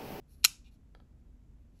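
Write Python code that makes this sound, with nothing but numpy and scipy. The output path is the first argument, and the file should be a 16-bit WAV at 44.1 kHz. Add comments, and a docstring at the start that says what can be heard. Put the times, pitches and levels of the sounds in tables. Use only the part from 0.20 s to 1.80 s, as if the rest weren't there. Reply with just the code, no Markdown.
"""A small room, over a workbench: a hand closes a folding utility knife.
Fingers rub the handle and the blade slides in, both a grainy, high friction hiss. The blade snaps
home in a burst of metal contacts, each a bright crack that rings the knife and the room.
The grip shifts and the handle ticks twice, damped by the hand. A low rumble lies underneath."""
import sys
import numpy as np
from scipy import signal
from scipy.fft import rfft, irfft
from scipy.io import wavfile
from scipy.ndimage import uniform_filter1d

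SR = 44100
rng = np.random.default_rng(int(sys.argv[2]) if len(sys.argv) > 2 else 0)


def master(y):
    """Save y as 16-bit WAV."""
    cut = np.clip(np.atleast_2d(y).T, -1, 1)
    pcm = np.round(cut * 32767)  # scale
    wavfile.write(sys.argv[1], SR, pcm.astype(np.int16))


N = 70560
TIME = np.arange(N) / SR
HIT_TIME, ROOM_TIME = TIME[:SR // 16], TIME[:SR // 2]

# tone of the background rumble: frequency_hz, relative_db
RUMBLE_SPECTRUM = [(20, -15), (30, -11), (42, 3), (70, -3), (95, -12.5), (125, -12), (185, -19),
                   (240, -14.5), (320, -26), (500, -33), (1000, -42), (2500, -48.5), (4800, -54.5),
                   (7000, -53), (11000, -57), (15000, -56)]
# strokes of the fingers and the sliding blade: start_s, length_s, swell_s, low_db, middle_db, high_db
RUB_STROKES = [(0.071, .087, .045, -87, -77.5, -72.5), (0.161, 0.075, .005, -93, -88.5, -80),
               (0.231, .012, .016, -49, -49, -59), (0.442, 0.05, 0.0026, -70.5, -77, -86.5),
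               (0.505, .055, .015, -85.5, -81, -84), (1.53, .09, .06, -87, -82, -84.5)]
# resonances that friction excites: pitch_hz, half_width_hz, band (0 low, 1 middle, 2 high)
RUB_RESONANCES = [(2480, 110, 0), (2820, 120, 0), (3650, 220, 0), (4150, 150, 1), (4520, 130, 1),
                  (5550, 350, 1), (7000, 1200, 1), (10400, 700, 2), (11700, 600, 2)]
# metal contacts of the blade and lock: start_s, level_db, dull_above_hz
SNAP_CONTACTS = [(0.2424, -9.5, 4507), (0.2434, -6, 4488), (0.2466, -4, 9000), (0.2476, -3, 12000),
                 (0.2490, 0.5, 12000), (0.2498, 0, 9000), (0.2519, -9, 12000), (0.2555, -13, 12000),
                 (0.2577, -13.5, 14000)]
# ring of the blade and handle, over a low 140 Hz thump: pitch_hz, level_db, t60_s
KNIFE_RING = [(140, -54.5, 0.089), (680, -42, 0.02), (800, -43.5, 0.015), (990, -41.5, 0.019),
              (1220, -35, .018), (1520, -28, .02), (2024, -25.5, 0.021), (2372, -23.5, 0.017),
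              (2582, -21, .022), (2790, -22, .019), (3200, -20, 0.02194), (4040, -15, .019),
              (4317, -15, .019), (5477, -10, .016), (5790, -17.5, 0.021), (6410, -20.5, .016),
              (6890, -16.5, 0.016), (7635, -16.5, 0.013), (10690, -18, .015), (11686, -15, 0.019)]
# tone of each contact's crack: frequency_hz, relative_db
CRACK_SPECTRUM = [(150, -24), (450, -32), (700, -12), (1400, -4), (2500, 1), (4100, 2), (5500, 2.5),
                  (6500, 2), (8000, 4.5), (10000, 5), (12000, 5.5), (15000, -1.5)]
# ticks of the handle in the grip: start_s, level_db, dull_above_hz
GRIP_TICKS = [(0.7495, -49, 6000), (0.8013, -54, 2800)]
# ring of the gripped handle: pitch_hz, level_db, t60_s
GRIP_RING = [(419.6, -8.5, 0.034), (716, -11, .03), (1290, -4, .024), (1700, -8, .02), (3270, -6, 0.015),
             (4598, -4, .006), (10900, -16, .006)]
# tone of each tick's dull knock: frequency_hz, relative_db
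KNOCK_SPECTRUM = [(200, -2.5), (450, 3), (1000, 1), (1900, -4), (2600, -13), (3300, -9.5), (4800, -9),
                  (5800, -22), (12000, -25)]
# tone of the room's tail: frequency_hz, relative_db
ROOM_SPECTRUM = [(300, 14.5), (700, 4), (1400, 3.5), (2150, -1), (2450, 7), (3300, 1), (4100, 4.5),
                 (5500, 5.5), (6600, 8), (8000, 4.5), (10000, 6), (12000, 0), (15000, 5)]
# decay of the room's tail: frequency_hz, t60_s
ROOM_DECAY = [(500, .36), (1300, 0.27), (3500, .265), (7000, .275), (12000, 0.18)]
# the microphone's uneven treble: frequency_hz, gain_db
MICROPHONE_EQ = [(1000, 0), (8000, 0), (8800, -10), (9600, -1), (11900, 0), (13300, -4), (14300, -21.5),
                 (16000, -24)]

ROOM_SEND_DB, RING_SEND_DB, TICK_SEND_DB = -14.5, -32, -7.5


def from_db(db):
    """Decibels to gain."""
    return 10 ** (np.asarray(db) / 20)


def rms_one(x):
    """Scale to an rms of one."""
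    return x / np.sqrt(np.mean(x ** 2) + 1e-20)


def at_hz(points, hz):
    """Read a table on a log-frequency axis."""
    frequencies, values = np.transpose(points)
    return np.interp(np.log(np.maximum(hz, 1)), np.log(frequencies), values)


def convolve(x, response):
    """Pass a sound through an impulse response."""
    return signal.oaconvolve(x, response)[:len(x)]


def equalise(x, curve, size=2048):
    """Minimum-phase EQ along a curve of frequency_hz, gain_db."""
    gain = from_db(at_hz(curve, np.fft.rfftfreq(size, 1 / SR)))
    cepstrum = irfft(np.log(gain))
    cepstrum[1:size // 2] *= 2  # folded forward, so nothing rings ahead of an attack
    cepstrum[size // 2 + 1:] = 0
    return convolve(x, irfft(np.exp(rfft(cepstrum))))


def band_noise(low_hz, high_hz, count=N):
    """White noise through a band-pass."""
    bandpass = signal.butter(2, [low_hz, high_hz], "band", fs=SR, output="sos")
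    return signal.sosfilt(bandpass, rng.standard_normal(count))


def rumble(level_db=-56.5):
    """A steady bed of low room rumble with a trace of hiss."""
    tone = from_db(at_hz(RUMBLE_SPECTRUM, np.fft.rfftfreq(N, 1 / SR)))
    bed = irfft(rfft(rng.standard_normal(N)) * tone, N)
    return from_db(level_db) * rms_one(bed)


def rubs(grain_s=0.0014, grain_db=2, release_s=0.02):
    """Grainy friction excites three bands of resonances; each stroke swells and fades."""
    roughness = rms_one(uniform_filter1d(rng.standard_normal(N), int(grain_s * SR)))
    grain = from_db(grain_db * roughness)
    bands, friction = np.zeros((3, N)), 0
    for hz, half_width_hz, band in RUB_RESONANCES:
        bands[band] += rms_one(band_noise(hz - half_width_hz, hz + half_width_hz))
    bands = np.array([rms_one(band * grain) for band in bands])
    for start_s, length_s, swell_s, *levels_db in RUB_STROKES:
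        swell = np.clip((TIME - start_s) / swell_s, 0, 1)
        fade = np.clip((start_s + length_s - TIME) / release_s + 0.5, 0, 1)
        friction += swell * fade * (from_db(levels_db) @ bands)
    return friction


def room_reverb(x, onset_s=0.003):
    """The small room answers with a diffuse tail that builds quickly and dies band by band."""
    edges_hz, tail = np.geomspace(200, 18000, 12), 0
    for low_hz, high_hz in zip(edges_hz, edges_hz[1:]):
        t60_s = at_hz(ROOM_DECAY, np.sqrt(low_hz * high_hz))
        tail += band_noise(low_hz, high_hz, len(ROOM_TIME)) * from_db(-60 * ROOM_TIME / t60_s)
    build_up = np.minimum(ROOM_TIME / onset_s, 1) ** 2
    tail = equalise(tail * build_up, ROOM_SPECTRUM)
    return convolve(x, rms_one(tail) / np.sqrt(len(tail)))  # a tail of unit energy


def hit(response, start_s, level_db, dull_above_hz):
    """Set a response off on cue, at its own level, dulled above its own cutoff."""
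    track, start = np.zeros(N + SR), int(start_s * SR)
    pole = np.exp(-2 * np.pi * dull_above_hz / SR)
    dulled = signal.lfilter([1 - pole], [1, -pole], response)
    track[start:start + len(response)] = from_db(level_db) * dulled
    return track[:N]


def ringing(modes):
    """A struck body rings as damped sines of alternating sign."""
    return sum((-1) ** k * from_db(db - 60 * HIT_TIME / t60_s) * np.sin(2 * np.pi * hz * HIT_TIME)
               for k, (hz, db, t60_s) in enumerate(modes))


def contact_burst(spectrum, energy_db, t60_s):
    """A rough contact gives a burst of noise that dies at once."""
    burst = rng.standard_normal(len(HIT_TIME)) * from_db(-60 * HIT_TIME / t60_s)
    return from_db(energy_db) * rms_one(equalise(burst, spectrum)) / np.sqrt(len(burst))


def cracks():
    """The bright crack of every metal contact, as it leaves the knife in one direction."""
    return sum(hit(contact_burst(CRACK_SPECTRUM, energy_db=3, t60_s=0.0077), *contact)
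               for contact in SNAP_CONTACTS)


def snap(directions=3):
    """The blade snaps home: crack and ring arrive direct, cracks thrown elsewhere return as reverb."""
    body = ringing(KNIFE_RING)
    ring = sum(hit(body, *contact) for contact in SNAP_CONTACTS)
    direct = cracks() + ring
    scattered = sum(room_reverb(cracks()) for _ in range(directions)) / np.sqrt(directions)
    return direct + from_db(ROOM_SEND_DB) * scattered + from_db(RING_SEND_DB) * room_reverb(ring)


def grip_ticks():
    """Soft knocks in the handle as the grip shifts, damped by the hand."""
    ring = ringing(GRIP_RING)
    return sum(hit(ring + contact_burst(KNOCK_SPECTRUM, energy_db=14, t60_s=0.016), *tick)
               for tick in GRIP_TICKS)


def scene():
    """Knife and hands up close, the room behind them, in mono."""
    knife, friction, ticks = snap(), rubs(), grip_ticks()
    room = room_reverb(from_db(ROOM_SEND_DB) * friction + from_db(TICK_SEND_DB) * ticks)
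    return (knife + friction + ticks + room + rumble())[None]


def record(dry):
    """The microphone colours the treble, peaks are soft-clipped and the very top is cut."""
    rounded = np.tanh(equalise(dry[0], MICROPHONE_EQ))
    high_cut = signal.cheby2(16, 60, 16300, fs=SR, output="sos")  # 60 dB down from 16.3 kHz
    return signal.sosfilt(high_cut, rounded)[None]


dry = scene()
out = record(dry)
master(out)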